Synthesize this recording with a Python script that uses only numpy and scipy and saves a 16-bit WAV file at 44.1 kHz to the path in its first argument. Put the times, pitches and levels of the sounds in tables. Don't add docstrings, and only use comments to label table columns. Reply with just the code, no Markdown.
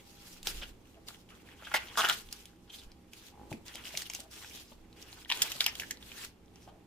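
import sys
import numpy as np
from scipy import signal
from scipy.fft import rfft, irfft, next_fast_len
from scipy.io import wavfile
from scipy.ndimage import uniform_filter1d, map_coordinates

SR = 44100
rng = np.random.default_rng(int(sys.argv[2]) if len(sys.argv) > 2 else 0)


def volts_from_db(level):
    exponent = np.asarray(level, float) / 20
    return 10 ** exponent


def unload_wav(signal):
    wavfile.write(
        sys.argv[1],
        SR,
        np.round(np.clip(np.atleast_2d(signal).T, -1, 1) * 32767).astype(np.int16),
    )


N = 302526


def unit(x):
    return x / np.sqrt(np.mean(x ** 2) + 1e-20)


def along(points, hz):
    f, v = np.transpose(points)
    return np.interp(np.log(hz + 1), np.log(f + 1), v)


def curves(rows):
    s, *cols = np.transpose(rows)
    return [np.interp(np.arange(N) / SR, s, c) for c in cols]


def wobble(rate):
    knots = rng.standard_normal(int(N * rate / SR) + 4)
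    return map_coordinates(knots, [np.arange(N) * rate / SR])


def filtered(x, response):
    m = next_fast_len(N + 8192)
    return irfft(rfft(x, m) * response(np.fft.rfftfreq(m, 1 / SR)), m)[..., :N]


def crackle(spectrum, spiky_db, clump_db, patchy_db=3.0, spread=1.0):
    spikes = np.minimum(rng.exponential(size=N // 16 + 1), 3).repeat(16)[:N]
    sizes = volts_from_db(spiky_db * spikes + clump_db * wobble(45))
    here, there = rng.standard_normal((2, N))
    stereo = np.array([here, np.cos(spread) * here + np.sin(spread) * there])
    z = signal.stft(sizes * stereo, nperseg=256)[2]
    field = uniform_filter1d(rng.standard_normal(z.shape[1:]), size=6, axis=0)
    field = uniform_filter1d(field, size=9, axis=1)
    patched = signal.istft(z * volts_from_db(patchy_db * unit(field)), nperseg=256)[1][:, :N]
    return unit(filtered(patched, lambda hz: volts_from_db(along(spectrum, hz))))


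def add(track, s, sound):
    part = track[round(s * SR):][:len(sound)]
    part += sound[:len(part)]


def click(hz, cycles, t):
    u = t * hz / cycles
    return np.sin(2 * np.pi * hz * t) * u * np.exp(1 - u)


# start in seconds, peak in dB, ring in Hz, crack share in dB.
VEIN_SNAPS = [(0.4305, -32.5, 3900, -6), (0.4718, -18.5, 3400, -6), (1.0856, -27, 3870, -10.5),
              (2.088, -18, 3530, -3), (2.0981, -12.5, 3200, -7.5), (2.327, -24.5, 5850, -3),
              (2.4562, -37.5, 3250, -4.5), (3.1344, -36.5, 2860, -5.5), (3.528, -31, 2420, -9),
              (3.682, -30.5, 4870, -15), (3.7559, -27, 3370, -7.5), (3.8543, -33, 3000, -19),
              (3.9738, -19, 3760, -3.5), (4.021, -27, 4570, -4), (4.1, -20, 6200, -23),
              (4.1358, -32.5, 2560, 2), (4.1495, -20.5, 6250, -10), (4.204, -31.5, 5400, -6),
              (5.295, -30, 3080, -8), (5.3738, -30, 2910, -4), (5.42, -12, 3290, -1),
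              (5.5192, -21.5, 2900, -5), (5.5624, -31, 4160, -9), (5.607, -8, 3610, -12.5),
              (5.615, -40, 3500, 7), (5.664, -12.5, 2800, -4), (5.754, -28.5, 3150, -6.5),
              (5.799, -25.5, 2860, -2.5), (5.9086, -29.5, 2130, -6), (6.2485, -39.5, 1600, 8.5)]
# start in seconds, peak in dB, ring in Hz, husk body share in dB.
LAYER_POPS = [(0.481, -37, 5600, -28), (1.7445, -22, 1720, 3.5), (1.748, -16, 1900, -4),
              (1.7585, -26, 1830, -26), (1.956, -29.5, 1570, -11), (2.0072, -17.5, 3480, -6),
              (2.0193, -17.5, 3000, -13), (2.0594, -20, 3030, -6), (2.0629, -34, 1540, -22),
              (2.071, -22, 1620, -22), (2.1223, -29, 1520, -15), (2.129, -23, 4600, -26),
              (2.1332, -25.5, 3440, -14), (3.741, -36, 3050, -19), (3.869, -35, 2860, -13),
              (3.9522, -29, 2530, -13), (4.064, -39, 2920, -30), (4.575, -37.5, 3400, -34),
              (5.0264, -32, 5840, -22), (5.1286, -33, 4220, -10.5), (5.3015, -14.5, 3180, -34),
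              (5.316, -14.5, 2740, -13), (5.3226, -11.5, 3800, -24), (5.3232, -28, 990, -20),
              (5.454, -33, 2710, -2), (5.664, -29, 1000, -28), (5.643, -15, 4950, -46),
              (5.9107, -15, 6800, -47), (6.027, -34.5, 3320, -18), (6.118, -30.5, 2830, -20)]
# start in seconds, peak in dB, ring in Hz.
CREASE_TICKS = [(0.131, -61, 2910), (0.3347, -48, 5480), (0.365, -50, 1500), (1.0898, -38, 1320),
                (1.1055, -38, 1330), (1.146, -41, 3100), (5.4413, -37, 760), (1.489, -42, 1870),
                (1.8331, -45, 1660), (1.8723, -37, 3080), (2.1073, -27, 1920), (2.2, -35, 4100),
                (2.2892, -38.5, 3630), (2.5326, -52.5, 1470), (2.8178, -44, 3080), (2.9182, -38, 4500),
                (4.0307, -41, 5040), (4.1614, -34, 4200), (4.929, -42, 4070), (5.2492, -38, 3330),
                (5.258, -40, 1850), (5.5825, -37, 3540), (5.9724, -37, 4100), (6.5586, -39.5, 5600),
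                (6.6766, -45.5, 780)]
# start in seconds, count, gap in seconds, peak in dB, ring in Hz.
BASE_SLIPS = [(0.624, 2, 0.0082, -32.5, 2780), (1.6241, 2, 0.0084, -38, 1360),
              (1.6699, 2, 0.0031, -33, 1450), (1.7158, 2, .0036, -32.5, 1230),
              (1.7637, 3, 0.0046, -21, 2700), (1.8846, 2, 0.0045, -34.5, 3220),
              (1.9752, 9, .00451, -29, 1500), (2.032, 2, .006, -19, 1550), (2.0483, 2, .0037, -18, 1480),
              (2.701, 2, 0.00302, -43, 3280), (2.7352, 2, 0.0065, -42, 3330), (4.4356, 2, .0098, -36, 1640),
              (4.7194, 2, 0.0042, -51, 1010), (5.478, 2, .0035, -35, 2470), (5.6721, 2, 0.009, -28, 2030),
              (5.8088, 3, .0128, -36, 2700), ]


def breaks_list():
    snap_body_db, pop_crack_db, tick_crack_db, slip_crack_db = -28.5, -22, -20, -20
    slip_scatter_db = 1.8

    def body_db(hz):
        return -6.5 - 4.5 * np.log2(hz / 1000)

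    breaks = [tuple(row) + (snap_body_db,) for row in VEIN_SNAPS]
    breaks += [(s, db, hz, pop_crack_db, body) for s, db, hz, body in LAYER_POPS]
    breaks += [(s, db, hz, tick_crack_db, body_db(hz)) for s, db, hz in CREASE_TICKS]
    for s, count, gap, db, hz in BASE_SLIPS:
        for k in range(round(count)):
            slip_db = db + slip_scatter_db * rng.standard_normal()
            breaks.append((s + k * gap, slip_db, hz, slip_crack_db, body_db(hz)))
    return breaks


# pitch in Hz, level in dB per Hz.
CRACK_COLOUR = [(3000, -22), (4800, -1.5), (10000, -8), (15200, -8.5), (16000, -43)]


def snaps():
    rings, cracks = np.zeros(N), np.zeros(N)
    t = np.arange(SR // 80) / SR
    around = np.arange(-SR // 100, SR // 20) / SR
    swarm = volts_from_db(np.where(around < 0, 60 * around / 0.014, -60 * around / 0.041))
    for s, db, hz, crack_db, body_db in breaks_list():
        sizes = volts_from_db(1.6 * rng.standard_normal(len(around)))
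        breaks = volts_from_db(-27.0) * swarm * rng.standard_normal(len(around)) * sizes
        breaks[SR // 100] = 1
        panel = click(hz, 0.89, t) + 0.19 * click(1.88 * hz, 2.0, t) + 0.35 * click(3160, 0.74, t)
        panel += volts_from_db(body_db - 1.0) * click(910, 0.73, t)
        add(rings, s - .0104, volts_from_db(db - 5.0) * signal.fftconvolve(breaks, panel))
        add(cracks, s - .01, volts_from_db(db + crack_db - 7.5) * (swarm ** 4 + 0.25 * swarm))
    rings = filtered(rings, lambda f: (1j * f / (330 + 1j * f)) ** 2)
    return rings + cracks * crackle(CRACK_COLOUR, spiky_db=0, clump_db=0, patchy_db=2, spread=.9)


# start in seconds, length in seconds, level in dB, bright share in dB.
RIP_BURSTS = [(0.267, 0.087, -66, 8), (0.469, 0.047, -42.5, 4.5), (0.614, 0.063, -51, -13),
              (1.739, 0.033, -29.5, -4), (1.972, 0.045, -31, -2.5), (2.047, 0.013, -32, -20),
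              (2.083, 0.058, -32.5, -12), (2.675, 0.32, -70, -21), (3.846, 0.044, -52.5, -4),
              (4.309, 0.091, -70.5, 11), (5.42, 0.013, -48.5, 24), (5.615, 0.022, -38.5, -3),
              (6.12, 0.17, -65, -16)]
# pitch in Hz, level in dB per Hz.
TEAR_COLOUR = [(210, -36), (520, -16), (1220, -7), (1410, 1.5), (2190, -8.5), (3280, -3.5), (5610, -13),
               (6500, -51), (8450, -51), (14300, -120)]


def tearing():
    dull, bright = np.zeros(N), np.zeros(N)
    t = np.arange(SR // 4) / SR
    for s, length, db, bright_db in RIP_BURSTS:
        fade = volts_from_db(db - 8.1 * t / length) / (1 + (t / length) ** 8)
        burst = fade * (1 - np.exp(-t / 0.00072))
        add(dull, s, burst)
        add(bright, s, volts_from_db(bright_db) * burst)
    torn = dull * crackle(TEAR_COLOUR, spiky_db=-1.5, clump_db=3.0)
    return torn + bright * crackle(CRACK_COLOUR, spiky_db=1.0, clump_db=1.0)


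# start
# in seconds, peak in dB, ring in Hz, length in cycles.
LEAF_CURLS = [(1.742, -10, 2100, 0.8), (2.043, -13, 1400, 1.5), (3.5165, -33, 650, 1.4),
              (4.0197, -24, 4500, 1.2), (4.2035, -29, 5000, 1.2), (5.0265, -36, 5000, 1.5),
              (1.6235, -42, 600, 1.2), (1.7495, -28, 520, 1.5), (2.045, -30, 520, 1.5),
              (2.098, -20, 3200, 1.5), (3.516, -32, 330, 1.2), (3.5155, -33, 140, 1.1),
              (0.472, -41, 350, 2), (3.529, -39, 330, 5), (3.537, -39, 220, 3), (5.5185, -23, 2600, 1.2),
              (5.6632, -20, 2300, 1), (5.6634, -18, 4300, 1), (5.7985, -29, 2750, 3),
              (1.0905, -44, 1400, 3), (1.7185, -36, 1300, 3), (1.7575, -24, 1900, 4),
              (1.7755, -28, 1700, 2), (2.0475, -22, 3000, 5), (2.054, -21, 3000, 6), (2.0645, -27, 1600, 2),
              (2.0715, -28, 1600, 3), (2.0788, -30, 3400, 3), (3.8695, -38, 2950, 8), (3.9415, -38, 620, 2),
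              (3.9745, -35, 2150, 3), (4.0205, -36, 1900, 3), (4.0655, -40, 2850, 8),
              (4.1005, -34, 2400, 4), (4.101, -42, 950, 2), (4.1505, -36, 2800, 5), (4.204, -33, 8000, 3),
              (4.447, -42, 2550, 5), (5.3028, -30, 1000, 2), (5.3175, -31, 1000, 2), (5.3235, -32, 1800, 3),
              (5.6075, -20, 4700, 6), (5.614, -27, 1550, 2.5), (5.6645, -22, 5500, 7),
              (5.6725, -30, 2300, 4), (5.683, -34, 5400, 7), (5.816, -40, 2000, 5), (5.8205, -36, 1760, 6),
              (5.8345, -37, 1750, 7), (5.841, -41, 1750, 6), (5.9092, -36, 1760, 5), (5.918, -42, 1780, 6)]
# start in seconds, level in dB.
STALK_SLIPS = [(1.9748, -1), (1.9791, -3), (1.9838, -1), (1.9881, -2), (1.9923, 1), (1.997, 0), (2.0016, 0),
               (2.0062, -7), (2.0108, -2)]
# peak in dB, ring in Hz, length in cycles.
STALK_SHAKES = [(-15, 1230, 1.4), (-25, 3420, 5), (-33, 4950, 6)]
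# start in seconds, peak in dB, ring in Hz.
DRY_FLECKS = [(0.8555, -49, 2810), (0.8714, -50, 3070), (0.9438, -47, 2990), (1.29, -42, 3120),
              (1.304, -40, 2780), (1.351, -46, 3360), (1.3744, -56, 2150), (1.3994, -52, 2680),
              (1.4516, -53, 3260), (1.4735, -50, 2260), (1.9, -39, 3060), (3.6551, -47, 3280),
              (3.6651, -43, 4690), (3.839, -36, 3130), (4.0274, -37, 5080), (4.3141, -43, 5850),
              (4.498, -35, 5780), (4.5114, -40, 2430), (4.7212, -45.5, 3080), (5.3294, -33, 2900),
              (5.3924, -31, 3250), (5.4274, -24, 2970), (5.432, -28, 2790), (5.6914, -36, 2170),
              (5.8339, -31.5, 2080), (6.4597, -51.5, 5900), (6.4813, -51, 3520), (6.5839, -57, 3170),
              (6.6777, -59, 3120)]


def curls():
    out, t = np.zeros(N), np.arange(SR // 25) / SR
    rings = list(LEAF_CURLS)
    rings += [(s, db + ring_db, hz, cycles) for s, db in STALK_SLIPS for ring_db, hz, cycles in STALK_SHAKES]
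    for s, db, hz in DRY_FLECKS:
        rings.append((s, db - 0.5, hz, 2))
        rings.append((s, db - 2.5, 6400, 0.6))
    for s, db, hz, cycles in rings:
        envelope = np.exp(-t * hz / cycles) * (1 - np.exp(-t * hz / .4))
        add(out, s, volts_from_db(db) * np.sin(2 * np.pi * hz * t) * envelope)
    return out


# middle in seconds, length in seconds, level in dB, ring in Hz.
EDGE_SCRAPES = [(0.634, 0.026, -51.5, 3100), (1.65, 0.018, -50.5, 3300), (1.795, .02, -56, 3100),
                (2.094, 0.032, -35, 1450), (2.703, 0.015, -51, 3200), (2.742, .026, -51.5, 3350),
                (2.795, 0.031, -56.5, 3680), (2.83, .02, -61, 3000), (3.692, 0.035, -59, 1920),
                (3.751, 0.011, -49, 5460), (3.769, 0.01, -50.5, 3200), (3.8, 0.022, -65, 3400),
                (4.06, 0.016, -55, 3200), (5.836, 0.027, -58, 1900), (5.915, 0.013, -58, 1820),
                (6.189, 0.053, -57.5, 1810), (1.768, 0.026, -40, 2900), (0.972, .03, -63, 660),
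                (1.332, .07, -66, 1390), (4.345, .06, -61, 5600), (4.475, .05, -59, 5450),
                (4.565, .06, -58, 3320), (4.688, .04, -65, 5020), (6.637, .04, -66, 5480),
                (6.688, .03, -59, 790), (6.692, .025, -66, 3310), (6.745, .06, -65, 650),
                (5.682, 0.032, -45, 2090), (5.683, .025, -42, 5500), (5.31, 0.028, -44.5, 1820),
                (4.25, 0.08, -64, 690)]


def scrapes():
    out, t = np.zeros(N), np.arange(-SR // 20, SR // 20) / SR
    ring_width = 0.15
    for s, length, db, hz in EDGE_SCRAPES:
        sizes = volts_from_db(4 * rng.standard_normal(len(t) // 42 + 1).repeat(42)[:len(t)])
        grains = rng.standard_normal(len(t)) * sizes
        ring = unit(signal.lfilter(*signal.iirpeak(hz, 1 / ring_width, SR), grains))
        add(out, s - .05, volts_from_db(db) * np.exp(-(2 * t / length) ** 2) * ring)
    both = np.array([out, out])
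    return ports(both) + volts_from_db(-5.5) * echo(both, reach=0.58)


# start in seconds, length in seconds, first level in dB, last level in dB,
# husk body share in dB.
HAND_STROKES = [(0.0, 0.38, -67, -62, -3.5), (0.46, .22, -49.5, -63.5, -2.5), (.855, .1, -71, -74, -2),
                (1.08, .14, -58, -73, -3), (1.295, .12, -69, -73, 6), (1.446, 0.32, -76, -59.5, 9.5),
                (1.718, 0.23, -59, -63, 10.5), (1.969, 0.16, -49, -42, -1.5), (2.143, 0.16, -52, -69, -3),
                (2.313, 0.21, -59, -73, -2), (2.728, 0.14, -57.5, -70, -14), (3.124, 0.15, -67.5, -60, -2),
                (3.512, 0.047, -56.5, -69, -10), (3.661, 0.37, -60.5, -60.5, 4),
                (3.84, 0.17, -58.5, -51.5, -7), (4.0, .035, -52, -53, -4), (4.036, 0.13, -58.5, -56, -9),
                (4.2, 0.038, -59, -64, -8), (4.315, 0.29, -58.5, -58.5, -3), (4.578, 0.16, -71, -69, -2),
                (4.97, 0.25, -65.5, -65.5, 5), (5.284, 0.19, -59, -45.5, 4), (5.475, 0.32, -50, -61.5, 2),
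                (5.805, 0.2, -51, -75.5, -28), (6.008, .24, -63.5, -55, 1.5),
                (6.537, 0.12, -77.5, -72.5, 0)]


def strokes():
    t = np.arange(N) / SR
    grip_db_per_s, let_go_db_per_s = 1094, 352
    rest_hiss_db, body_db = -82, -77
    settle_s, settle_db_per_s = 6.2, 70
    hiss_db = rest_hiss_db - settle_db_per_s * np.maximum(t - settle_s, 0)
    for s, length, first_db, last_db, share_db in HAND_STROKES:
        effort_db = np.interp(t, [s, s + length], [first_db, last_db])
        effort_db -= grip_db_per_s * np.maximum(s - t, 0)
        effort_db -= let_go_db_per_s * np.maximum(t - s - length, 0)
        hiss_db = np.maximum(hiss_db, effort_db)
        body_db = np.maximum(body_db, effort_db + share_db)
    return hiss_db, body_db


# pitch in Hz, level in dB per Hz.
LEAF_COLOUR = [(1180, -12), (2000, -9.5), (3090, -3), (6530, -6), (7910, -8), (9090, -10), (14500, -11),
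               (16000, -18)]
# pitch in Hz, level in dB per Hz.
BODY_COLOUR = [(240, -34), (400, -20), (671, -27), (748, -23), (855, -20.5), (2600, -17), (3380, -18.5),
               (6500, -72)]


def rustle():
    hiss_db, body_db = np.minimum(strokes(), -45)
    leaves = volts_from_db(hiss_db + 5.5) * crackle(LEAF_COLOUR, spiky_db=3.0, clump_db=3.0, patchy_db=2.0, spread=1.59)
    return leaves + volts_from_db(body_db - 2.0) * crackle(BODY_COLOUR, spiky_db=3.5, clump_db=3.5, spread=0.89)


# start in seconds, peak in dB.
COB_THUDS = [(0.471, -36.5), (0.623, -39.5), (3.5166, -32), (3.537, -37), (3.748, -41.5), (3.948, -40),
             (4.189, -40), (4.718, -49), (5.55, -40.5), (6.672, -45.5), (6.72, -47), (6.771, -58)]
# pitch in Hz, level in dB, time to fade by 60 dB in seconds.
TABLE_RINGS = [(128, -6, 0.11), (236, -3.5, 0.068), (347, -6, 0.046), (533, 3.5, 0.04), (760, -2, 0.04)]


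def thuds():
    blows, scuffs = np.zeros(N), np.zeros(N)
    t = np.arange(SR // 5) / SR
    for s, db in COB_THUDS:
        ring = np.zeros(len(t))
        for hz, level, t60 in TABLE_RINGS:
            fade = volts_from_db(level + rng.normal(0, 5.0) - 60 * t / t60)
            ring += fade * np.sin(2 * np.pi * hz * rng.normal(1, 0.081) * t)
        add(blows, s, volts_from_db(db - 9.5) * ring * (1 - np.exp(-t / 0.0011)))
        add(scuffs, s, volts_from_db(db - 19 - 60 * t / .17) * (1 - np.exp(-t / 0.003)))
    cloth = [(110, -16), (300, 2), (750, -4), (1300, -27.5), (2500, -58)]  # (Hz, dB per Hz)
    return blows + scuffs * crackle(cloth, spiky_db=2, clump_db=1.5)


# time in seconds, level in dB.
COB_DRAG = [
    (3.29, -86),
    (3.33, -63),
    (3.41, -55),
    (3.46, -63),
    (3.51, -74),
    (3.53, -80),
]


def drag():
    catches = np.diff(np.floor(np.cumsum(55 * volts_from_db(2.1 * wobble(30))) / SR), prepend=0)
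    catches = catches * volts_from_db(1.8 * wobble(43))
    rubbing = catches + 0.011 * rng.standard_normal(N)

    def table_through_cloth(f):
        modes = [(220, 380, -1.0), (812, 38, 11.5), (960, 44, 2)]  # (Hz, width Hz, dB)
        top = sum(volts_from_db(db) * 1j * f * w / (c * c - f * f + 1j * f * w) for c, w, db in modes)
        return top / (1 + 1j * f / 1300) ** 4

    level_db = curves([(0.0082, -120)] + list(COB_DRAG) + [(3.6, -120)])[0]
    return volts_from_db(level_db) * unit(filtered(rubbing, table_through_cloth))


# time in seconds, how far the left port leads in samples.
HANDS_SIDE = [(0, 0), (.7, 0), (.9, 5), (1.3, 3), (1.6, 1), (5, 1), (5.3, 3), (5.9, 3), (6.86, 1)]


def ports(x):
    late = np.arange(N) - np.round(curves(HANDS_SIDE)[0]).astype(int)
    return np.array([x[0], x[1, np.clip(late, 0, N - 1)]])


# pitch in Hz, time to fade by 60 dB in seconds.
ROOM_FADE = [(300, 0.32), (2000, 0.3), (10000, 0.085)]


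def echo(x, reach):
    hz, t, z = signal.stft(rng.standard_normal((2, SR // 3)), SR, nperseg=64)
    fade = volts_from_db(-60 * t / (reach * along(ROOM_FADE, hz)[:, None]))
    tail = signal.istft(z * fade, SR, nperseg=64)[1]
    delayed = np.pad(x, ((0, 0), (30, 0)))
    return signal.fftconvolve(delayed, tail / np.linalg.norm(tail[0]), axes=1)[:, :N]


def pair(spectrum, alike):
    def mid_and_side(hz):
        turn = np.arccos(np.clip(along(alike, hz), -1, 1)) / 2
        return volts_from_db(along(spectrum, hz)) * [np.cos(turn), np.sin(turn)]

    mid, side = filtered(rng.standard_normal((2, N)), mid_and_side)
    return unit(np.array([mid + side, mid - side]))


# pitch in Hz, level in dB per Hz.
KITCHEN_COLOUR = [(24, -47), (40, -20), (58, 1), (118, -4), (144, -13), (171, -5), (243, -4), (382, -5.5),
                  (542, -12), (615, -17.5), (810, -15), (1590, -25.5), (2320, -25), (14800, -37),
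                  (16000, -54)]
# pitch in Hz, likeness from 0 to 1.
HUM_LIKENESS = [(60, .97), (130, .93), (260, .74), (500, .65), (1500, .24), (5000, .13)]
# middle in seconds, level in dB, half length in seconds.
HAND_PUSHES = [
    (0.577, -47.5, 0.12),
    (2.277, -56, 0.05),
    (2.877, -50, 0.034),
    (4.8, -62, 0.075),
]


def kitchen():
    t = np.arange(N) / SR
    hand = volts_from_db(-70.5)
    for s, db, half in HAND_PUSHES:
        hand = hand + volts_from_db(db) * np.exp(-((t - s) / half) ** 2)
    hum = volts_from_db(-61 + 1.95 * wobble(5.5)) * pair(KITCHEN_COLOUR, HUM_LIKENESS)
    push_colour = [(8, -24), (18, -10.0), (35, -18.5), (60, -17.0), (120, -96.0)]  # (Hz, dB per Hz)
    return hum + hand * pair(push_colour, HUM_LIKENESS)


# pitch in Hz, rms level in dB.
FRIDGE_TONES = [(60, -69.5), (119.5, -73), (179, -70.5), (239, -75.5), (320, -73), (810, -78)]


def fridge():
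    t, out = np.arange(N) / SR, np.zeros(N)
    for hz, db in FRIDGE_TONES:
        level = volts_from_db(db + 1 + 3 * wobble(6))
        out += level * np.sin(2 * np.pi * hz * t + 2.28 * wobble(7))
    return out


def scene():
    husk = snaps() + tearing() + thuds() + drag() + curls()
    leaves = rustle()
    table_scatter = volts_from_db(-11) * echo(husk, reach=0.13)
    room = table_scatter + volts_from_db(-11.5) * echo(husk + leaves, reach=0.95)
    background = kitchen() * volts_from_db([[-.95], [.95]]) + fridge() * volts_from_db([[-.9], [.9]])
    return ports(husk + leaves) + room + scrapes() + background


def top_cut(x):
    return signal.sosfilt(signal.butter(12, 16630, fs=SR, output="sos"), x)


def record(dry):
    treble = [(15200, 1.5), (15700, -8), (16600, -25.0)]  # (Hz, dB)
    thin = filtered(dry, lambda hz: volts_from_db(along(treble, hz)))
    return top_cut(thin)


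dry = scene()
out = record(dry)
unload_wav(out)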